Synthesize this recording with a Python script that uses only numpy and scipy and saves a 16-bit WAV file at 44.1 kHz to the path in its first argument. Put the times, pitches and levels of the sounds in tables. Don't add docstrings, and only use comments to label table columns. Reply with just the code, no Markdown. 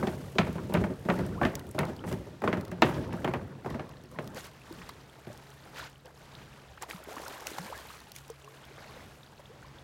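import sys
import numpy as np
from scipy import signal
from scipy.fft import rfft, irfft, next_fast_len
from scipy.io import wavfile
from scipy.ndimage import map_coordinates

SR = 44100
rng = np.random.default_rng(int(sys.argv[2]) if len(sys.argv) > 2 else 0)


def put_to_file(sound):
    columns = np.atleast_2d(sound).T
    safe = np.clip(columns, -1, 1)
    whole_steps = np.round(safe * 32767)
    wavfile.write(sys.argv[1], SR, whole_steps.astype(np.int16))


N = 433503

# centre in Hz, width in Hz, level in dB.
PLANK_MODES = [(91, 74, -2), (235, 51.7, 3.5), (368, 57, 3.5), (625.5, 56, -1.5), (857, 220, -13)]
# frequency in Hz, relative density in dB per Hz.
SPRAY_SPECTRUM = [(1760, -5), (3000, -2.5), (4540, -8), (6620, -6.5), (13200, -10), (16000, -15)]
# start in seconds, rumble t60 in seconds,
# rumble level in dB, rattle level in dB, hiss level in dB, note of the board underfoot in Hz.
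FOOTFALLS = [(-0.05, 1.56, -34.5, -47, -72.5, 194), (0.387, 2.3, -34, -54, -61, 172),
             (0.744, 0.91, -30.5, -48, -63, 186), (1.09, 1.4, -31, -45, -57, 183),
             (1.4, 0.94, -33, -45, -55, 121), (1.784, 1.7, -37, -53.5, -63, 150),
             (2.042, 1.03, -36.5, -53, -51, 178), (2.44, 2.4, -37, -50.5, -65, 175),
             (2.819, 1.47, -29.5, -43, -50, 143), (3.13, 2.58, -38.5, -51.5, -60.5, 183),
             (3.245, 0.76, -35.5, -62, -74, 140), (3.659, 1.08, -38, -47.5, -67, 153),
             (4.079, 1.24, -48, -54.5, -65, 159), (4.191, 1.1, -44.5, -55.5, -60.5, 159),
             (4.659, 1.34, -49.5, -60, -80, 178), (5.271, 0.41, -57, -68.5, -63, 125)]


def amp(db):
    return 10 ** (np.asarray(db) / 20)


def unit(x):
    return x / np.sqrt(np.mean(x ** 2) + 1e-20)


def along(points, hz):
    f, v = np.transpose(points)
    return np.interp(np.log(hz + 1), np.log(f + 1), v)


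def gains(rows):
    seconds, *columns_db = np.vstack(rows).T
    t = np.arange(N) / SR
    return [amp(np.interp(t, seconds, db, -120, -120)) for db in columns_db]


def wobble(rate):
    knots = rng.standard_normal(int(N * rate / SR) + 4)
    return map_coordinates(knots, [np.arange(N) * rate / SR])


def filtered(x, response):
    m = next_fast_len(len(x) + 8192)
    return irfft(rfft(x, m) * response(np.fft.rfftfreq(m, 1 / SR)), m)[:len(x)]


def grains(s, gain, hz, cycles, rise):
    rows = np.column_stack(np.broadcast_arrays(s, gain, hz, np.clip(cycles, .3, 60), rise))
    out = np.zeros(N + SR)
    by_length = rows[np.argsort(rows[:, 3] / rows[:, 2])]
    for group in np.array_split(by_length, min(6, len(rows))):
        s, gain, hz, cycles, rise = group.T[:, :, None]
        t = np.arange(int(3.5 * SR * np.max(cycles / hz)))[None] / SR
        age = t * hz / cycles
        turns = hz * t * (1 + rise * (age - 1) / 2)
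        envelope = np.exp(-age - age ** 2 / 7) * (1 - np.exp(-8 * age))
        wave = gain * np.sin(2 * np.pi * turns) * envelope
        at = (s * SR).astype(int) + np.arange(t.size)
        out += np.bincount(at.ravel(), wave.ravel(), N + SR)
    return out[:N]


def scatter(level, count, low_hz, span, cycles, spread_db, rise):
    draw = rng.random((count, 4))
    sounding = np.flatnonzero(level > 1e-5)
    at = sounding[(draw[:, 0] * len(sounding)).astype(int)]
    size = level[at] * amp(spread_db * draw[:, 1] ** 2)
    pitch_hz = low_hz * span ** draw[:, 2]
    return grains(at / SR, size, pitch_hz, cycles * (0.5 + draw[:, 3]), rise)


def bursts(peak_s, db, rise_s, t60_s):
    t = np.arange(0, N + 64, 64) / SR - np.reshape(peak_s, (-1, 1))
    rise_s, t60_s, db = (np.reshape(v, (-1, 1)) for v in (rise_s, t60_s, db))
    rising = np.sin(np.pi / 2 * np.clip(1 + t / rise_s, 0, 1)) ** 2
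    power = (rising * amp(db - 60 * np.maximum(t, 0) / t60_s)) ** 2
    return np.interp(np.arange(N) / 64, np.arange(t.shape[1]), np.sqrt(power.sum(0)))


def rush(spectrum, lumpy_db, lump_hz, spike):
    spikes = rng.standard_normal(N) * rng.exponential(size=N) ** spike
    lumps = amp(lumpy_db * wobble(lump_hz))
    return unit(filtered(spikes * lumps, lambda hz: amp(along(spectrum, hz))))


def planks(f, modes):
    total = 0
    for k, (centre, width, db) in enumerate(sorted(modes)):
        damping = 1j * f * width
        total = total + (-1) ** k * amp(db) * damping / (centre * centre - f * f + damping)
    return total


def underfoot(s):
    start, *_, note_hz = np.transpose(FOOTFALLS)
    return note_hz[np.clip(np.searchsorted(start - .02, s) - 1, 0, None)]


def lake_hush():
    # frequency in Hz, relative density in dB per Hz.
    quiet_spectrum = [(15, -69), (30, 8), (55, 1), (137, 2), (190, -2.5), (293, -8.5), (575, -13.5),
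                      (734, -12.5), (1040, -15), (3080, -22.5), (3520, -22.5), (14800, -40), (16000, -38)]
    # time in seconds, level in dB.
    hush_levels = [(0, -50.5), (3.3, -55), (3.58, -56), (3.75, -52.5), (5, -53.5), (5.95, -54),
                   (6.5, -55.5), (9.83, -53.5)]
    return gains(hush_levels)[0] * rush(quiet_spectrum, lumpy_db=2.5, lump_hz=6, spike=0.31)


def far_motor():
    # time in seconds, level in dB.
    overtone_levels = [(0, -47), (5.3, -63), (5.5, -58), (6.6, -61.5), (6.8, -72), (8.0, -79), (8.2, -56.5),
                       (8.7, -61.5), (9.83, -59)]
    motor_hz, motor_db = 66.9, -58.5
    noise = rng.standard_normal(N)
    fuzzy = unit(filtered(noise, lambda f: 1 / (1 + ((f - motor_hz) / 5) ** 2)))
    overtone_hz = 2.05 * motor_hz + 1.12 * wobble(3)
    clean = unit(np.sin(2 * np.pi * np.cumsum(overtone_hz) / SR)) * amp(0.25 * wobble(3.1))
    return amp(motor_db) * fuzzy + gains(overtone_levels)[0] * clean


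def water():
    # time in seconds, gurgle, wash and spray levels in dB.
    churn_levels = [(4.3, -61, -72, -75), (4.8, -58, -54, -58), (4.97, -59, -64, -66), (5.3, -57, -61, -66),
                    (5.55, -60.5, -59, -62), (5.95, -68, -79, -75), (6.2, -57, -62, -64),
                    (6.45, -59.5, -59.5, -68), (6.78, -61, -65, -68), (7.02, -59, -60, -66),
                    (7.1, -49.5, -54.5, -55), (7.25, -49, -49.5, -51.5), (7.4, -51.5, -53, -55),
                    (7.62, -49, -53, -52.5), (7.92, -57, -52, -54.5), (8.1, -63, -62, -64.5),
                    (8.5, -59, -61.5, -63.5), (8.88, -55, -55.5, -66), (9.15, -61, -67.5, -65),
                    (9.83, -59.5, -62, -77)]
    # gurgle peak in seconds, swell in seconds, fall t60 in seconds,
    # gurgle, wash and spray levels in dB.
    splashes = [(4.374, 0.051, 0.32, -46.5, -46, -47.5), (4.45, 0.048, 0.15, -54, -50, -50.5),
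                (4.892, 0.0079, 0.056, -53, -44.5, -61), (5.684, 0.13, 0.11, -53.5, -61, -66),
                (5.786, 0.091, 0.29, -46, -43.5, -51.5), (5.846, 0.034, 0.18, -50, -46.5, -57),
                (6.06, 0.025, 0.2, -51.5, -62, -76), (6.827, 0.026, 0.052, -43, -43.5, -47),
                (6.9, 0.03, 0.32, -48.5, -49, -46.5), (7.469, 0.0089, 0.56, -49.5, -48, -45.5),
                (7.585, 0.008, 0.04, -45, -40.5, -43), (8.16, 0.038, 0.32, -67, -72, -52.5),
                (8.86, 0.45, 1.2, -56.5, -58.5, -67), (9.4, 0.018, 0.059, -52, -58, -61)]
    lags = (0, 0.18, 0.19)
    s, swell_s, t60_s, *layers_db = np.transpose(splashes)
    unsteady = amp(1.17 * wobble(30))
    return [np.hypot(churn * unsteady, bursts(s + lag * swell_s, db, swell_s, t60_s))
            for churn, db, lag in zip(gains(churn_levels), layers_db, lags)]


def paddling():
    # frequency in Hz, relative density in dB per Hz.
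    gurgle_spectrum = [(150, -21), (300, 5), (600, -0.5), (1000, -10), (1600, -4), (3000, -51)]
    wash_spectrum = [(500, -7), (1000, -3), (1500, 6), (3000, -1.5), (5000, -4.5), (7500, -9), (12000, -73)]
    gurgle, wash, spray = water()
    low = .5 * gurgle * rush(gurgle_spectrum, lumpy_db=1.5, lump_hz=60, spike=.3)
    low += scatter(gurgle, count=700, low_hz=380, span=3, cycles=3.5, spread_db=9, rise=.15)
    low += .7 * scatter(gurgle, count=1100, low_hz=500, span=4, cycles=7, spread_db=10, rise=.2)
    mid = .66 * wash * rush(wash_spectrum, lumpy_db=2, lump_hz=110, spike=.5)
    mid += 1.1 * scatter(wash, count=2200, low_hz=800, span=6, cycles=5.5, spread_db=10, rise=.15)
    droplets = 1.5 * scatter(spray, count=700, low_hz=3500, span=4, cycles=5, spread_db=12, rise=.1)
    fine_spray = .8 * spray * rush(SPRAY_SPECTRUM, lumpy_db=2, lump_hz=170, spike=.6)
    return low + mid + droplets + fine_spray


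def bubbles():
    # start in seconds, level in dB before
    # damping and flutter, mid-life pitch in Hz, life in cycles, rise of pitch over the life as a share.
    air_pockets = [(4.708, -36, 330, 5.6, 0), (5.301, -39, 597, 7.9, 0), (4.367, -28, 514, 3.3, 0),
                   (4.892, -30.5, 1044, 3.2, 0.2), (5.674, -43.5, 1340, 6.7, 0), (6.049, -44, 523, 5.6, 0),
                   (6.775, -41.5, 1490, 11, 0.7), (6.829, -40, 856, 11.3, 0.4),
                   (6.9, -31.5, 1900, 5.2, 0.04), (6.91, -25.5, 2370, 3.5, 0.86),
                   (6.933, -36, 1280, 6.3, 0.05), (6.979, -38.5, 1020, 4.7, 0.1), (7.002, -43, 624, 3.7, 0),
                   (7.03, -39, 1370, 5, 0.04), (7.055, -42, 2040, 6.1, 0.3), (7.074, -36, 372, 2.5, 0.1),
                   (7.087, -31.5, 583, 1.9, 0.7), (7.139, -38, 900, 3.3, 0), (7.166, -34, 1100, 8, 0.3),
                   (7.182, -28, 1460, 1.8, 0.5), (7.199, -30, 554, 2.1, 0.8), (7.231, -36, 1064, 4.2, 0.2),
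                   (7.263, -34, 1360, 6, 0.2), (7.28, -36, 920, 4.3, 0.05), (7.379, -36, 1530, 3.7, 0.25),
                   (7.421, -35, 955, 3.8, 0.5), (7.47, -25.5, 2640, 5.3, 0.3), (7.516, -31, 365, 1.5, 0.1),
                   (7.584, -27.5, 829, 2.8, 0), (7.679, -38, 990, 9.7, 0.07), (7.903, -39, 1205, 8.4, 0.1),
                   (8.069, -48, 860, 6.2, 0.06), (8.163, -36.5, 2230, 5.8, 0.15), (8.3, -34, 456, 6.4, 0),
                   (8.299, -37, 890, 1.4, 0), (6.351, -36, 3730, 7.7, 0.36), (6.063, -46, 3000, 8.3, 0.1),
                   (1.992, -40.5, 3060, 7.3, 0), (8.968, -42, 477, 3.5, 0.13), (9.395, -46, 576, 6.7, 0.06),
                   (9.627, -44.5, 1540, 8, 0.4), (9.785, -45.5, 3450, 12, 0.25), (9.457, -45, 3440, 7, 0.1),
                   (4.816, -39.5, 1903, 11, 0.7), (4.815, -41, 1050, 4, 0.1), (6.943, -35.5, 180, 2.9, 0),
                   (7.59, -36, 175, 7.8, 0.2), (7.655, -47, 265, 7, 0.57), (7.7, -40.5, 532, 9.3, 0.25),
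                   (7.724, -32, 966, 9, 0.46), (7.748, -42, 1655, 32, 0.04), (7.772, -43, 1790, 16, 0.03),
                   (7.477, -34, 1350, 4.2, 0.15), (8.477, -41, 1080, 7.1, 0.1),
                   (8.43, -50.5, 423, 35, 0.11), (8.444, -44, 2700, 10, 0.1), (7.17, -40, 298, 4.5, 0.2),
                   (8.611, -51, 2640, 8.1, 0.1), (8.641, -41.5, 3240, 9.9, 0.1),
                   (9.232, -42, 3660, 7.9, 0.1), (9.495, -46, 461, 15, 0.33), (9.646, -45.5, 1040, 11, 0)]
    s, db, hz, cycles, rise = np.transpose(air_pockets)
    return grains(s, amp(db), hz, cycles, rise) * amp(2.2 * wobble(180))


def ticks():
    # start in seconds, peak in dB before a 5 dB cut, centre in Hz.
    clicks = [(0.0747, -38, 4220), (0.7376, -23, 11500), (1.189, -30.5, 4370), (1.264, -35, 8670),
              (1.4542, -38, 4220), (1.5534, -17.5, 6260), (1.6677, -40, 3200), (0.5288, -33.5, 1800),
              (1.594, -30.5, 4094), (1.6906, -39, 9620), (1.712, -33, 9300), (1.79, -23, 9500),
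              (1.852, -33, 4170), (1.964, -35, 4355), (2.0793, -42, 7540), (2.126, -28, 5130),
              (2.419, -39, 4200), (2.61, -30, 4180), (2.6503, -34.5, 4075), (2.6799, -37, 4520),
              (2.7144, -34.5, 7790), (2.8197, -22, 4200), (3.13, -35.5, 5020), (3.246, -30, 5570),
              (3.3366, -33.5, 4230), (3.701, -35, 4880), (3.892, -39, 4210), (4.243, -40, 4510),
              (4.275, -31.5, 4300), (4.346, -36, 6540), (4.037, -41, 3980), (4.114, -45, 8800),
              (5.329, -39, 6940), (5.375, -40, 5500), (5.503, -41, 6540), (5.898, -43, 8000),
              (4.725, -35.5, 4140), (4.891, -28.5, 4570), (6.057, -38, 5070), (6.8228, -21.5, 6700),
              (6.9, -29, 4600), (7.038, -37, 11120), (7.129, -34, 5490), (7.157, -34, 6020),
              (7.217, -32, 5330), (7.28, -26, 5106), (7.3267, -37, 5240), (7.4057, -34, 5560),
              (7.469, -19, 6040), (7.504, -30, 5820), (7.5854, -38, 6510), (7.6166, -37, 4020),
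              (7.777, -31, 4000), (7.8007, -38, 4280), (8.003, -35, 4370), (8.118, -29.5, 4500),
              (8.162, -27, 5340), (8.1853, -35, 5290), (8.2796, -38, 6230), (8.301, -30.5, 6650),
              (8.445, -41, 6120), (8.6517, -40, 5250)]
    out, t = np.zeros(N + SR), np.arange(SR // 30) / SR
    for s, db, centre_hz in clicks:
        def tone(f):
            ratio = f / centre_hz
            treble = ratio ** 2 / (0.044 + ratio ** 2)
            return treble * (0.38 + 1 / (1 + ((f - centre_hz) / (0.21 * centre_hz)) ** 2))

        burst = rng.standard_normal(len(t)) * amp(-60 * t / 0.011) * (1 - np.exp(-t / 0.00069))
        burst = filtered(burst, tone)
        out[round(s * SR):][:len(t)] += amp(db - 5.0) * burst / np.abs(burst).max()
    return out[:N]


def faint_drops():
    when, size, height = rng.random((520, 3)).T
    pitch_hz = 2500 * 6 ** height
    return grains(9.8 * when, amp(-53 + 9 * size ** 3), pitch_hz, 2 + 5 * (1 - height) ** 2, rise=.1)


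def squeak():
    squeaking_board = (1.374, -38, 1150, 28, 0.4)
    s, db, hz, cycles, rise = squeaking_board
    return grains(s, amp(db), hz, cycles, rise) * amp(2 * wobble(200))


def shaken_boards(rumble):
    boards_db, note_db = -7, -10.5
    shaking = rush([(20, 0)], lumpy_db=6, lump_hz=35.57, spike=0.3)
    ringing = unit(filtered(shaking, lambda f: planks(f, PLANK_MODES)))
    note_hz = underfoot(np.arange(N) / SR)
    note = np.sin(2 * np.pi * np.cumsum(note_hz) / SR) * (0.7 + wobble(24.94))
    return rumble * (amp(boards_db) * ringing + amp(note_db) * unit(note))


def deck():
    # frequency in Hz, relative density in dB per Hz.
    rumble_spectrum = [(18, -49), (30, -55), (49, -1.5), (91, 1.5), (173, -1.5), (563, -14), (759, -76),
                       (900, -19), (1170, -58), (1980, -120)]
    rattle_spectrum = [(290, 20), (500, -6), (758, -1), (1440, -8), (1550, 5.5), (6000, -4.5), (7800, -63),
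                       (13200, -120)]
    # time in seconds, level in dB.
    wake_levels = [(0, -54), (0.5, -63.5), (1.6, -64.5), (2.3, -76)]
    rise_s = 0.051
    rattle_lasts, hiss_lasts = 0.99, 0.46
    s, t60_s, rumble_db, rattle_db, hiss_db, _ = np.transpose(FOOTFALLS)
    rumble = bursts(s + rise_s, rumble_db, rise_s, t60_s)
    rattle = bursts(s + rise_s, rattle_db, rise_s, rattle_lasts * t60_s)
    step_hiss = bursts(s + rise_s, hiss_db, rise_s, hiss_lasts * t60_s)
    hiss = np.hypot(step_hiss, gains(wake_levels)[0])
    low = rumble * rush(rumble_spectrum, lumpy_db=2.5, lump_hz=30, spike=.2)
    mid = .68 * rattle * rush(rattle_spectrum, lumpy_db=2.5, lump_hz=70, spike=.5)
    mid *= amp(2.5 * wobble(28))
    clatter = 1.25 * scatter(rattle, count=2400, low_hz=420, span=5, cycles=5, spread_db=9.5, rise=0)
    high = hiss * rush(SPRAY_SPECTRUM, lumpy_db=2, lump_hz=150, spike=.7)
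    return low + shaken_boards(rumble) + mid + clatter + high


def early(x):
    return x / np.linalg.norm(x[:SR // 40]) * 10


def blow_colour(hz, spectrum, bright_db, spot_hz):
    spot_db, spot_octaves = 6, .11
    colour_db = along(spectrum, hz) + (bright_db + 30) * np.clip(np.log2((hz + 1) / 2500), 0, 1)
    colour_db += 0.22 * (bright_db + 20) * np.clip(np.log2((hz + 1) / 900), 0, 1.5)
    colour_db += spot_db * np.exp(-(np.log2((hz + 1) / spot_hz) / spot_octaves) ** 2 / 2)
    colour_db += 2.5 * map_coordinates(rng.standard_normal(40), [np.log2(hz + 150) * 4])
    return colour_db


def thud_of(s, t):
    board_width_hz, board_db = 29.8, 11
    shove = rng.standard_normal(len(t)) * amp(-60 * t / 0.14) * (1 - np.exp(-t / 0.00034))
    modes = PLANK_MODES + [(underfoot(s), board_width_hz, board_db)]
    return filtered(shove, lambda f: planks(f, modes))


def knocks():
    # start in seconds, slap level in dB before a 3.5 dB cut,
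    # thud over slap in dB before the trims, brightness in dB, ring of the struck spot in Hz.
    blows = [(0.028, -18.5, -5, -47, 452), (0.071, -21.5, -2.5, -10, 673), (0.353, -47, 17, -6, 510),
             (0.384, -10, -7, -6.5, 2387), (0.468, -30.5, -0.5, -16, 454), (0.554, -37, 7.5, -29, 447),
             (0.582, -28.5, -32, -35, 1180), (0.695, -47, 16, -13, 464), (0.723, -28.5, -7, -29, 715),
             (0.74, -21, 1.5, -8, 710), (0.75, -15.5, -25, -18, 614), (0.772, -25, -8, -13.5, 680),
             (0.839, -22.5, -4, -26, 696), (0.904, -44, 11, -15, 594), (1.051, -37, 7.5, -27, 452),
             (1.087, -14.5, -6, -46, 601), (1.1, -14, -12, -18, 637), (1.192, -24, -5.5, -34, 609),
             (1.414, -13, -14.5, -56, 645.5), (1.432, -16.5, -17, -18, 1676),
             (1.451, -16.5, -6, -11.5, 449.4), (1.746, -36.5, 6.5, -38, 590), (1.781, -21, -10, -45, 623),
             (1.789, -18.5, -6, -9, 1300), (1.806, -23, -2.5, -31, 600), (1.831, -19.5, -16, -39, 900),
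             (2.039, -28, -7.5, -35, 651), (2.077, -32, -7, -23, 599), (2.113, -32.5, 4, -45, 445),
             (2.125, -30, -6, -15, 600), (2.419, -26, -6.5, -38, 604), (2.438, -17.5, -6, -37, 907),
             (2.476, -12.5, -11.5, -21, 589.5), (2.528, -18.5, -6, -17, 647), (2.57, -34.5, 7.5, -14, 2297),
             (2.716, -33.5, 4, -14, 454), (2.78, -41, 0, -35, 455), (2.821, -4.5, -28, -9, 870),
             (2.825, -15.5, -4.5, -18, 606), (2.885, -29, -2, -12.5, 461.5), (2.943, -33, -16, -5, 544),
             (3.125, -32.5, -1.5, -15, 2830), (3.136, -28, -1.5, -35, 1300), (3.313, -32, -8, -25, 2210),
             (3.245, -17.5, -9, -18, 500), (3.276, -20, -14, -22, 953), (3.337, -18, -11.5, -24, 513),
             (3.646, -30, -4, -50, 499), (3.66, -22.5, -7, -79, 442), (3.704, -40.5, 7, 1, 462),
             (3.744, -31, 0.5, -29, 714), (3.795, -27, -9, -19, 568), (4.187, -23, -9, -17, 720),
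             (5.268, -41, 4, -11, 450)]
    # frequency in Hz, relative density in dB per Hz.
    slap_spectrum = [(180, -6), (300, -3), (926, -1.5), (1940, -4.5), (2770, -10), (4680, -34),
                     (5630, -42.5), (6180, -39), (12000, -70), (15600, -78), (22000, -120)]
    # frequency in Hz, t60 in seconds.
    decay_times = [(100, 0.21), (400, 0.23), (1500, 0.15), (6000, 0.04)]
    overtones_db, overtones_last = -5.5, 0.57
    out, t = np.zeros(N + SR), np.arange(SR // 3) / SR
    for s, db, thud_db, bright_db, spot_hz in blows:
        hz, frame_s, z = signal.stft(rng.standard_normal(len(t)), SR, nperseg=256)
        colour_db = blow_colour(hz, slap_spectrum, bright_db, spot_hz)
        t60 = along(decay_times, hz)[:, None]
        fade = amp(-60 * frame_s / (0.11 * t60))
        fade = fade + 0.21 * amp(-60 * frame_s / (0.73 * t60))
        fade = fade + 0.071 * amp(-60 * frame_s / (3.14 * t60))
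        slap = signal.istft(z * amp(colour_db)[:, None] * fade, SR, nperseg=256)[1][:len(t)]
        height, turn, size = rng.random((3, 24, 1))
        mode_hz = 330 * 10 ** height
        mode_t60 = overtones_last * along(decay_times, mode_hz)
        level_db = np.interp(mode_hz, hz, colour_db) - 14 * size - 60 * t / mode_t60
        ring = np.sum(amp(level_db) * np.sin(2 * np.pi * (mode_hz * t + turn)), axis=0)
        slap = early(slap) + amp(overtones_db) * early(ring)
        uneven = map_coordinates(rng.standard_normal(60), [t * 170])
        chatter = amp(2.5 * (1 - np.exp(-t / .025)) * uneven)
        slap = slap * chatter * (1 - np.exp(-t / 0.0011))
        thud = thud_of(s, t)
        blow = amp(db - 3.5) * early(slap) + amp(db + thud_db + 6.0) * early(thud)
        out[round(s * SR):][:len(t)] += blow
    return out[:N]


def scene():
    distance = lake_hush() + far_motor()
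    dog = paddling() + bubbles() + ticks() + faint_drops()
    dock = deck() + squeak() + knocks()
    return (distance + dog + dock)[None]


def record(dry):
    corner_hz, top_hz = 45, 16000

    def response(hz):
        bass_cut = (1j * hz / (1j * hz + corner_hz)) ** 3
        return bass_cut * (hz < top_hz)

    return filtered(dry[0], response)[None]


dry = scene()
out = record(dry)
put_to_file(out)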